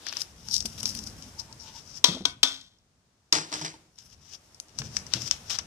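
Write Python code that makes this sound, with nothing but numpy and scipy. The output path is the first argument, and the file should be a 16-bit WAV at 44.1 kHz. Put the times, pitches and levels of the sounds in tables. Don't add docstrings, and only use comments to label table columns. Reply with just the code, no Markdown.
import sys
import numpy as np
from scipy import signal
from scipy.fft import rfft, irfft
from scipy.io import wavfile
from scipy.ndimage import uniform_filter1d

SR = 44100
rng = np.random.default_rng(int(sys.argv[2]) if len(sys.argv) > 2 else 0)


def transcribe(signal):
    frames = np.atleast_2d(signal).T
    limited = np.clip(frames, -1, 1)
    pcm = np.round(limited * 32767).astype(np.int16)
    wavfile.write(sys.argv[1], SR, pcm)


N = 249606
T = np.arange(N) / SR

# t/s, crack peak level/dB, rim ring level/dB and wall ring level/dB against the crack,
# freedom to ring/0-1, treble left minus right/dB
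RAPS = [(2.041, 0.5, -12, -21, 0.71, 10), (2.252, -6, -14, -19.5, 0.44, 8),
        (2.43, -3, -13, -21.5, 0.81, 4.5)]
# f/Hz, relative level/dB, undamped t60/s
POT_MODES = [(269, -16, .55), (711, -14, .25), (983, -5, .2), (1206, -15, .35), (1254, -12, .2),
             (1497, -9, .22), (1890, -16, .33), (2223, -18, .3), (2680, -16, .3), (2950, -7, .13),
             (3255, -3, .24), (3530, -3, .33), (3632, -5, .35), (3770, -3, .2), (3898, -1, .16),
             (4050, -10, .25), (4315, -2, .17), (4405, -11, .24), (4790, -3, .2), (5082, -5, .13),
             (5355, -1, .18), (5530, -10, .3), (5700, -10, .3), (5911, -11, .3), (6028, -2, .17),
             (7250, -18, .25)]
# f/Hz, relative level/dB per Hz
CRACK_COLOUR = [(180, -44.5), (300, -20), (523, -23.5), (975, -15), (1730, -20), (2480, -15), (2920, -16.5),
                (3220, 0.5), (4540, -10), (5900, -8.5), (6840, -18.5), (11400, -26), (15000, -49)]

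# t/s, clatter peak level/dB, counter level/dB against the clatter, clatter tail t60/s
BOUNCES = [(3.324, -15.5, -14.5, 0.16), (3.328, -11.5, -24, 0.074), (3.335, -14, -31, 0.13),
           (3.343, -14.5, -20, 0.24), (3.351, -11, -20.5, 0.23), (3.36, -20, -16, 0.39),
           (3.518, -26.5, -9.5, 0.16), (3.526, -18, -17.5, 0.33), (3.539, -15, -28, 0.071),
           (3.555, -25, -20, 0.026), (3.613, -21, -11, 0.13), (3.647, -21, -14, 0.2),
           (3.739, -40.5, -2, 0.12)]
# f/Hz, relative level/dB, t60/s
COUNTER_MODES = [(114.4, -14, 0.33), (162.6, -3.5, 0.39), (311.6, -1, 0.35), (375, -10.5, 0.47),
                 (646, 3.5, 0.051), (912, 4.5, 0.053)]
# f/Hz, relative level/dB per Hz
CAP_COLOUR = [(150, -17), (400, -3), (1200, 1.5), (2500, -2.5), (4200, 0.5), (5600, 4), (7200, -3.5),
              (10000, -14), (15000, -45.5)]
BOUNCE_TAIL_DB, BOUNCE_LEFT_DB, BOUNCE_SCATTER_DB = -8.5, 4, 6

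# t/s, main band peak level/dB, then dull, body and bright level/dB against the main band,
# treble left minus right/dB
TICKS = [(0.0671, -19, -5, -49, -8, 37), (0.086, -24, -19, -37, -7, 29), (0.1258, -23, -1.5, -32, -9, 24),
         (0.136, -36, 1, 11, -12, 16), (0.169, -17.5, -8, -28, -12, 32), (0.206, -24, -30, -22, -4, 24),
         (0.2179, -14.5, -15, -39, -5, 31), (0.486, -22, -14.5, -32, -13, 25),
         (0.5119, -17.5, -26, -17, -8, 18), (0.532, -22, -38, -25, -10, 4),
         (0.5412, -12.5, -35, -34, -17, 23), (0.548, -21, -31, -28, -29, 19),
         (0.5648, -15.5, -36, -31, -31, 18), (0.5805, -17, -38, -22, -4.5, 19),
         (0.6047, -16.5, -32, -30, -37, 16), (0.6244, -25.5, -16, -10, -12, 18),
         (0.6558, -19.5, -12, 2.5, 5, 9), (0.7, -30, -20, -16, -24, -2), (0.8306, -14.5, -13.5, -5, 2.5, 6),
         (0.856, -6, -24, -11.5, -12, 2), (0.95, -23.5, -28, -12, 1, 18), (0.973, -26, -22, -13, -32, 16),
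         (0.9896, -21.5, -21, -5, -30, 10), (1.039, -28, -25, -20, -1, 9),
         (1.072, -26.5, -14.5, -19, -30, 22), (1.224, -26.5, -11, -2, -31, 6),
         (1.5264, -33.5, -29, -27, -23, 11), (2.612, -36, -17.5, -19.5, -32, 12),
         (2.786, -53.5, -15.5, -25, -17.5, -14), (3.3258, 2.5, -23, -6.5, -9.5, 0.5),
         (3.958, -47, -20.5, -13, -4, 2), (3.9867, -30.5, -25, -17, -28, -1), (4.5456, -39, -20, -16, 2, 3),
         (4.6, -18, -18.5, -6.5, 0, 3.5), (4.684, -41.5, -16, -17, -29, 3),
         (4.7873, -14.5, -13, -9, -47, 12), (4.8182, -24, 3.5, -7, -21, -1),
         (4.9674, -9, -6.5, -40, -38, 11), (5.0667, -25.5, -10, -16, -13, 14),
         (5.1368, -5, -8, -1, -17.5, 26), (5.311, -5, -12.5, -6.5, -14, 37),
         (5.497, -24, -11, -31, -15, 14), (5.587, -15, -8, -16, -20, 33), (5.5928, -24, -3.5, -23, -30, 27)]
TICK_TAIL_DB, TICK_T60_S = -13, 0.035

# f/Hz, relative level/dB per Hz
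GRAIN_COLOUR = [(590, -19.5), (1000, -26.5), (1110, -23.5), (2260, -21), (3290, -16.5), (4310, -16),
                (5110, -6.5), (5410, -6.5), (5730, -6.5), (6710, -18), (11800, -30.5), (15000, -37)]
# low edge f/Hz, high edge f/Hz
BANDS = [(800, 2900), (2300, 4700), (4000, 8500), (7500, 15000)]
# peak t/s, peak level/dB, rise/s, fall/s, dullness level/dB
GRANULES = [(.092, -50.5, 0.068, 0.053, 8), (.176, -38, 0.11, 0.084, -3.5), (.214, -29, 0.029, 0.024, -12),
            (.498, -45.5, 0.16, 0.056, -8), (.548, -27, 0.056, 0.064, -28), (.604, -39, 0.0068, 0.1, -13),
            (.66, -28.5, 0.0088, 0.013, -12), (.68, -46, 0.022, 0.25, -9), (.783, -35.5, 0.01, 0.033, -6.5),
            (.836, -33, 0.0082, 0.019, -10), (.892, -28, 0.0052, 0.017, -16),
            (.806, -34.5, 0.029, 0.0065, -13), (.87, -34.5, 0.039, 0.088, -14),
            (.98, -40.5, 0.23, 0.067, -11.5), (1.042, -43, 0.045, 0.014, -21),
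            (1.068, -42.5, 0.026, 0.061, -14)]
FINGERS = [(1.235, -47, .03, 0.052, -7), (1.399, -31.5, 0.014, 0.022, -16), (1.6, -45.5, 0.011, .2, -19),
           (1.691, -45, 0.085, 0.059, -2), (1.788, -41.5, 0.1, 0.043, -6.5), (1.9, -48.5, 0.02, 0.11, -11),
           (1.981, -42, 0.22, 0.026, -10.5), (3.58, -46.5, 0.11, 0.12, -1), (3.64, -41.5, 0.12, 0.05, -5.5),
           (3.982, -48, 0.0074, 0.063, -5), (4.005, -50.5, 0.03, 0.052, -7.5),
           (4.132, -52, 0.078, 0.03, -7.5), (4.349, -42.5, 0.12, 0.026, -7),
           (4.552, -57.5, 0.028, .023, -13.5), (4.694, -61, 0.024, 0.048, -3.5),
           (4.793, -30.5, .012, 0.024, -9), (4.856, -44, .11, .063, -7.5),
           (4.965, -37.5, 0.051, 0.058, -10), (5.068, -47, 0.0074, 0.03, -9),
           (5.145, -35, 0.041, 0.082, -2.5), (5.22, -31.5, 0.041, 0.036, -8.5),
           (5.284, -33.5, 0.1, 0.01, -9), (5.323, -38, 0.04, 0.091, -4), (5.503, -31, 0.0077, 0.09, -5),
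           (5.53, -34.5, 0.074, 0.041, -5.5), (5.557, -34, 0.061, 0.023, -3.5), (5.6, -48, 0.049, 0.013, 4)]
GRANULE_MIX_DB, FINGER_MIX_DB = (-3, 3.5, -4.5, 11), (-3, 2, -10, 11)
# t/s, level/dB
RUB = [(0.0, -57), (0.27, -58), (0.41, -65), (1.0, -49.5), (1.5, -58.5), (2.0, -60), (2.042, -100),
       (3.8, -85), (4.06, -55.5), (4.19, -76), (4.452, -62), (4.76, -72), (4.9, -68), (5.4, -53),
       (5.58, -58), (5.66, -77)]
# dull, body and bright level/dB against the main band
RUB_SHARES_DB = (-9, -6, -2.5)
SWELL_CURVE, RUB_LEFT_DB = 1.02, 8

# start t/s, end t/s, centre f/Hz, width f/Hz, level/dB
STIRS = [(0.453, 0.55, 875, 120, -64), (0.585, 0.726, 233, 70, -60), (0.805, 0.88, 990, 100, -61),
         (0.822, 1.091, 241, 59, -49), (1.096, 1.3, 237, 69, -56), (1.372, 1.423, 920, 120, -56.5),
         (1.484, 1.527, 930, 120, -57.5), (1.616, 1.788, 920, 102, -58.5)]
# t/s, peak level/dB, pitch f/Hz, t60/s
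BUMPS = [(0.649, -31.5, 222, 0.089), (0.826, -46, 230, 0.22), (2.086, -24, 177.2, 0.14),
         (2.108, -33.5, 229, 0.15), (2.145, -31.5, 253, 0.088), (2.165, -33.5, 264, 0.071),
         (2.205, -31.5, 193, 0.12), (2.232, -63, 251, 0.42), (4.797, -32, 134, 0.14),
         (4.819, -42.5, 155, 0.41), (5.147, -30.5, 120, 0.36), (5.165, -41.5, 320, 0.16),
         (5.218, -38, 136.4, 0.43)]

# t/s, rumble level/dB, hiss level/dB
ROOM = [(0.0, -58.5, -56.5), (0.47, -54, -63.5), (0.9, -49.5, -56), (1.4, -55.5, -59), (2.03, -58.5, -62.5),
        (2.24, -56, -81), (2.43, -63, -68), (2.63, -71.5, -75.5), (2.79, -77, -76.5), (3.3, -78, -75.5),
        (3.55, -70, -51.5), (3.962, -67.5, -75), (4.15, -62.5, -69.5), (4.701, -65.5, -64.5),
        (4.84, -45.5, -59.5), (4.96, -49.5, -55), (5.19, -56.5, -57), (5.66, -53, -58.5)]
# f/Hz, relative level/dB per Hz
RUMBLE_COLOUR = [(15, -42), (25, -2.5), (81, 5), (181, -1), (229, -4), (330, -20), (461, -15), (545, -25),
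                 (700, -21), (910, -48.5), (1540, -120)]
# f/Hz, relative level/dB per Hz
HISS_COLOUR = [(120, -18.5), (200, -0.5), (320, 2), (494, -3.5), (1220, -6), (2510, -8.5), (4160, -8),
               (5550, -5.5), (10500, -12.5), (13700, -25), (15000, -43)]
AIR_DB = -12
KITCHEN_T60_S, KITCHEN_DB = 0.3, -13

# f/Hz, left minus right level/dB
PORTS = [(60, 1.94), (380, 0.1), (800, -2), (1500, 5.5), (2400, -1.4), (4300, 6), (8000, 0.5),
         (14700, -4.5)]
TOP_HZ = 14900


def undb(db):
    return 10 ** (np.asarray(db) / 20)


def unit(x):
    return x / np.sqrt(np.mean(x ** 2))


def peak(x):
    return x / np.abs(x).max()


def colour(x, points):
    hz, db = np.transpose(points)
    f = np.maximum(np.fft.rfftfreq(4096, 1 / SR), 1)
    log_gain = np.interp(np.log(f), np.log(hz), db) * np.log(10) / 20
    cepstrum = irfft(log_gain)
    cepstrum[1:2048] *= 2
    cepstrum[2049:] = 0
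    impulse = irfft(np.exp(rfft(cepstrum)))
    return signal.fftconvolve(x, impulse)[:len(x)]


def band(x, lo_hz, hi_hz):
    return signal.sosfilt(signal.butter(2, [lo_hz, hi_hz], "band", fs=SR, output="sos"), x)


def walk(rate):
    k = int(SR / rate)
    steps = np.repeat(rng.standard_normal(N // k + 1), k)
    return 1.6 * uniform_filter1d(uniform_filter1d(steps, k), k)[:N]


def fade(t, t60, rise=0.001):
    return (1 - np.exp(-t / rise)) * np.exp(-np.log(1000) * t / t60)


def ring(t, modes, scatter_db, beats):
    out = np.zeros((2, len(t)))
    for hz, db, t60 in modes:
        gain = undb(db + scatter_db * rng.standard_normal())
        turn = rng.random((2, 1)) * min(hz / 2500, 1)
        points = rng.standard_normal(64) + 1j * rng.standard_normal(64) + 1.5
        waver = np.interp(t * beats, np.arange(64), points)
        out += gain * np.imag(waver * np.exp(2j * np.pi * (hz * t + turn))) * fade(t, t60)
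    return peak(out)


def pair(x, pan_db, lag):
    low = signal.sosfilt(signal.butter(1, 1200, fs=SR, output="sos"), x)
    treble = x - low
    left, right = undb(np.array([pan_db, -pan_db]) / 2) / np.cosh(pan_db * np.log(10) / 40)
    return np.array([np.roll(low + left * treble, lag), low + right * treble])


def add(out, s, x):
    i = int(s * SR)
    out[:, i:i + x.shape[1]] += x[:, :N - i]


def raps():
    out, t = np.zeros((2, N)), T[:30000]
    wall = [m for m in POT_MODES if m[0] < 2400]
    rim = [m for m in POT_MODES if m[0] > 2400]
    rim_lean = undb(np.array([[3.0], [-3.0]]))
    for s, db, rim_db, wall_db, free, pan_db in RAPS:
        rattle = undb(2.0 * np.repeat(rng.standard_normal(len(t) // 100), 100))
        contact = 1 / (1 + (t / .0055) ** 4)
        crack_level = contact * fade(t, 0.15)
        chatter_level = 0.11 * rattle * fade(t, 0.51 * free)
        burst = rng.standard_normal(len(t)) * (crack_level + chatter_level)
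        crack = pair(peak(colour(burst, CRACK_COLOUR)), pan_db, lag=6)
        metal = undb(rim_db) * rim_lean * ring(t, rim, 0.93, 33.0)
        metal = metal + undb(wall_db) * ring(t, wall, 0.92, 20)
        damping = np.exp(-t * 30 * (1 - min(free, 1)))
        add(out, s, undb(db) * (crack + metal * damping))
    return out


def bounces():
    out, t = np.zeros((2, N)), T[:20000]
    for s, db, board_db, t60 in BOUNCES:
        grit = undb(3.0 * np.repeat(rng.standard_normal(len(t) // 40), 40))
        tail_level = undb(BOUNCE_TAIL_DB) * grit * fade(t, max(t60, .01))
        burst = rng.standard_normal(len(t)) * (fade(t, 0.007) + tail_level)
        burst[20] += 3.0
        pan_db = BOUNCE_LEFT_DB + BOUNCE_SCATTER_DB * rng.standard_normal()
        clatter = pair(peak(colour(burst, CAP_COLOUR)), pan_db, lag=16)
        board = undb(board_db) * ring(t, COUNTER_MODES, 1.6, 45.6)
        add(out, s, undb(db) * (clatter + board))
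    return out


def ticks():
    out, t = np.zeros((2, N)), T[:6000]
    for s, db, dull_db, body_db, bright_db, pan_db in TICKS:
        level = fade(t, 0.0074, .0001) + undb(TICK_TAIL_DB) * fade(t, TICK_T60_S)
        burst = rng.standard_normal(len(t)) * level
        burst[8] += 4.0
        burst = colour(burst, GRAIN_COLOUR)
        shares_db = (dull_db, body_db, 0, bright_db)
        tick = sum(undb(share) * peak(band(burst, *edges)) for share, edges in zip(shares_db, BANDS))
        add(out, s, undb(db) * pair(tick, pan_db, lag=5))
    return out


def rustle():
    hit, size = rng.random(N), rng.exponential(1, N)
    sign, rub, other = rng.standard_normal((3, N))
    struck = hit < 1800 / SR
    grains = unit(struck * sign * undb(3.3 * np.minimum(size, 3)))
    flicker = undb(1.5 * walk(60))
    out = []
    for side, smooth in ((0.99, rub), (-1.6, other)):
        shared = np.roll(0.68 * grains + 0.2 * rub, int(2 * side))
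        x = colour(shared + 0.78 * smooth, GRAIN_COLOUR) * flicker
        out.append(sum(gain * unit(band(x, *edges)) for gain, edges in zip(swell_levels(side), BANDS)))
    return np.array(out)


def swell_levels(side):
    s, db = np.transpose(RUB)
    dull_db, body_db, bright_db = RUB_SHARES_DB
    lean_db = side * RUB_LEFT_DB / 2
    shares = np.array([[dull_db], [body_db + lean_db], [lean_db], [bright_db]])
    power = undb(2 * (np.interp(T, s, db) + shares))
    for swells, (dull_db, body_db, bright_db, left_db) in ((GRANULES, GRANULE_MIX_DB), (FINGERS, FINGER_MIX_DB)):
        lean_db = side * left_db / 2
        for s, db, rise, fall, dullness_db in swells:
            near = slice(max(int((s - 3 * rise) * SR), 0), int((s + 3 * fall) * SR))
            t = T[near]
            away = np.where(t < s, (s - t) / rise, (t - s) / fall)
            shares = np.array([[dullness_db + dull_db], [dullness_db + body_db + lean_db], [lean_db], [bright_db]])
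            power[:, near] += undb(2 * (db - 20 * away ** SWELL_CURVE + shares))
    return np.sqrt(power)


def pot_air():
    out = 0
    for t0, t1, hz, width, db in STIRS:
        on = uniform_filter1d(((T > t0) & (T < t1)) * 1., size=1000)
        breath = unit(band(rng.standard_normal(N), hz - width / 2, hz + width / 2))
        out = out + breath * on * undb(db)
    return out


def bumps():
    out, t = np.zeros((2, N)), T[:20000]
    for s, db, hz, t60 in BUMPS:
        shake = band(rng.standard_normal(len(t)), .6 * hz, 2.2 * hz)
        thud = (np.sin(2 * np.pi * hz * t) + .5 * unit(shake)) * fade(t, max(t60, .02), 0.0017)
        add(out, s, undb(db) * np.tile(peak(thud), (2, 1)))
    return out


def kitchen(x):
    t = T[:30000]
    noise = rng.standard_normal((2, len(t)))
    tail = (band(noise[0], 88, 700) + band(noise, 760, 3000)) * fade(t, KITCHEN_T60_S, 0.0033)
    tail = tail + band(noise, 3000, 12000) * fade(t, 0.6 * KITCHEN_T60_S, 0.012)
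    tail /= np.sqrt((tail ** 2).sum(1, keepdims=True))
    return signal.fftconvolve(np.tile(x.mean(0), (2, 1)), tail, axes=1)[:, :N]


def background():
    s, rumble_db, hiss_db = np.transpose(ROOM)
    mid, side = (colour(rng.standard_normal(N), RUMBLE_COLOUR) for _ in range(2))
    rumble = mid + .17 * side * np.array([[1], [-1]])
    rumble = rumble / band(mid, 40, 130).std()
    rumble = rumble * undb(np.interp(T, s, rumble_db) + 2.0 * walk(4))
    shared, *own = rng.standard_normal((3, N))
    shared_low = band(shared, 100, 1000)
    hiss = np.array([colour(x - band(x, 100, 700) + shared_low, HISS_COLOUR) for x in own])
    air = band(band(np.array(own), 8000, 16000), 6000, 16000)
    hiss = hiss / band(hiss, 500, 2500).std() + undb(AIR_DB) * unit(air)
    return rumble + hiss * undb(np.interp(T, s, hiss_db))


def scene():
    near = raps() + bounces() + ticks() + rustle()
    return near + undb(KITCHEN_DB) * kitchen(near) + bumps() + pot_air() + background()


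def record(dry):
    ports = [colour(x, [(hz, side * db / 2) for hz, db in PORTS]) for x, side in zip(dry, (1, -1))]
    ports = signal.sosfilt(signal.butter(2, 35, "high", fs=SR, output="sos"), ports)
    clipped = np.clip(ports, -1, 1)
    return signal.sosfilt(signal.ellip(8, .2, 70, TOP_HZ, fs=SR, output="sos"), clipped)


dry = scene()
out = record(dry)
transcribe(out)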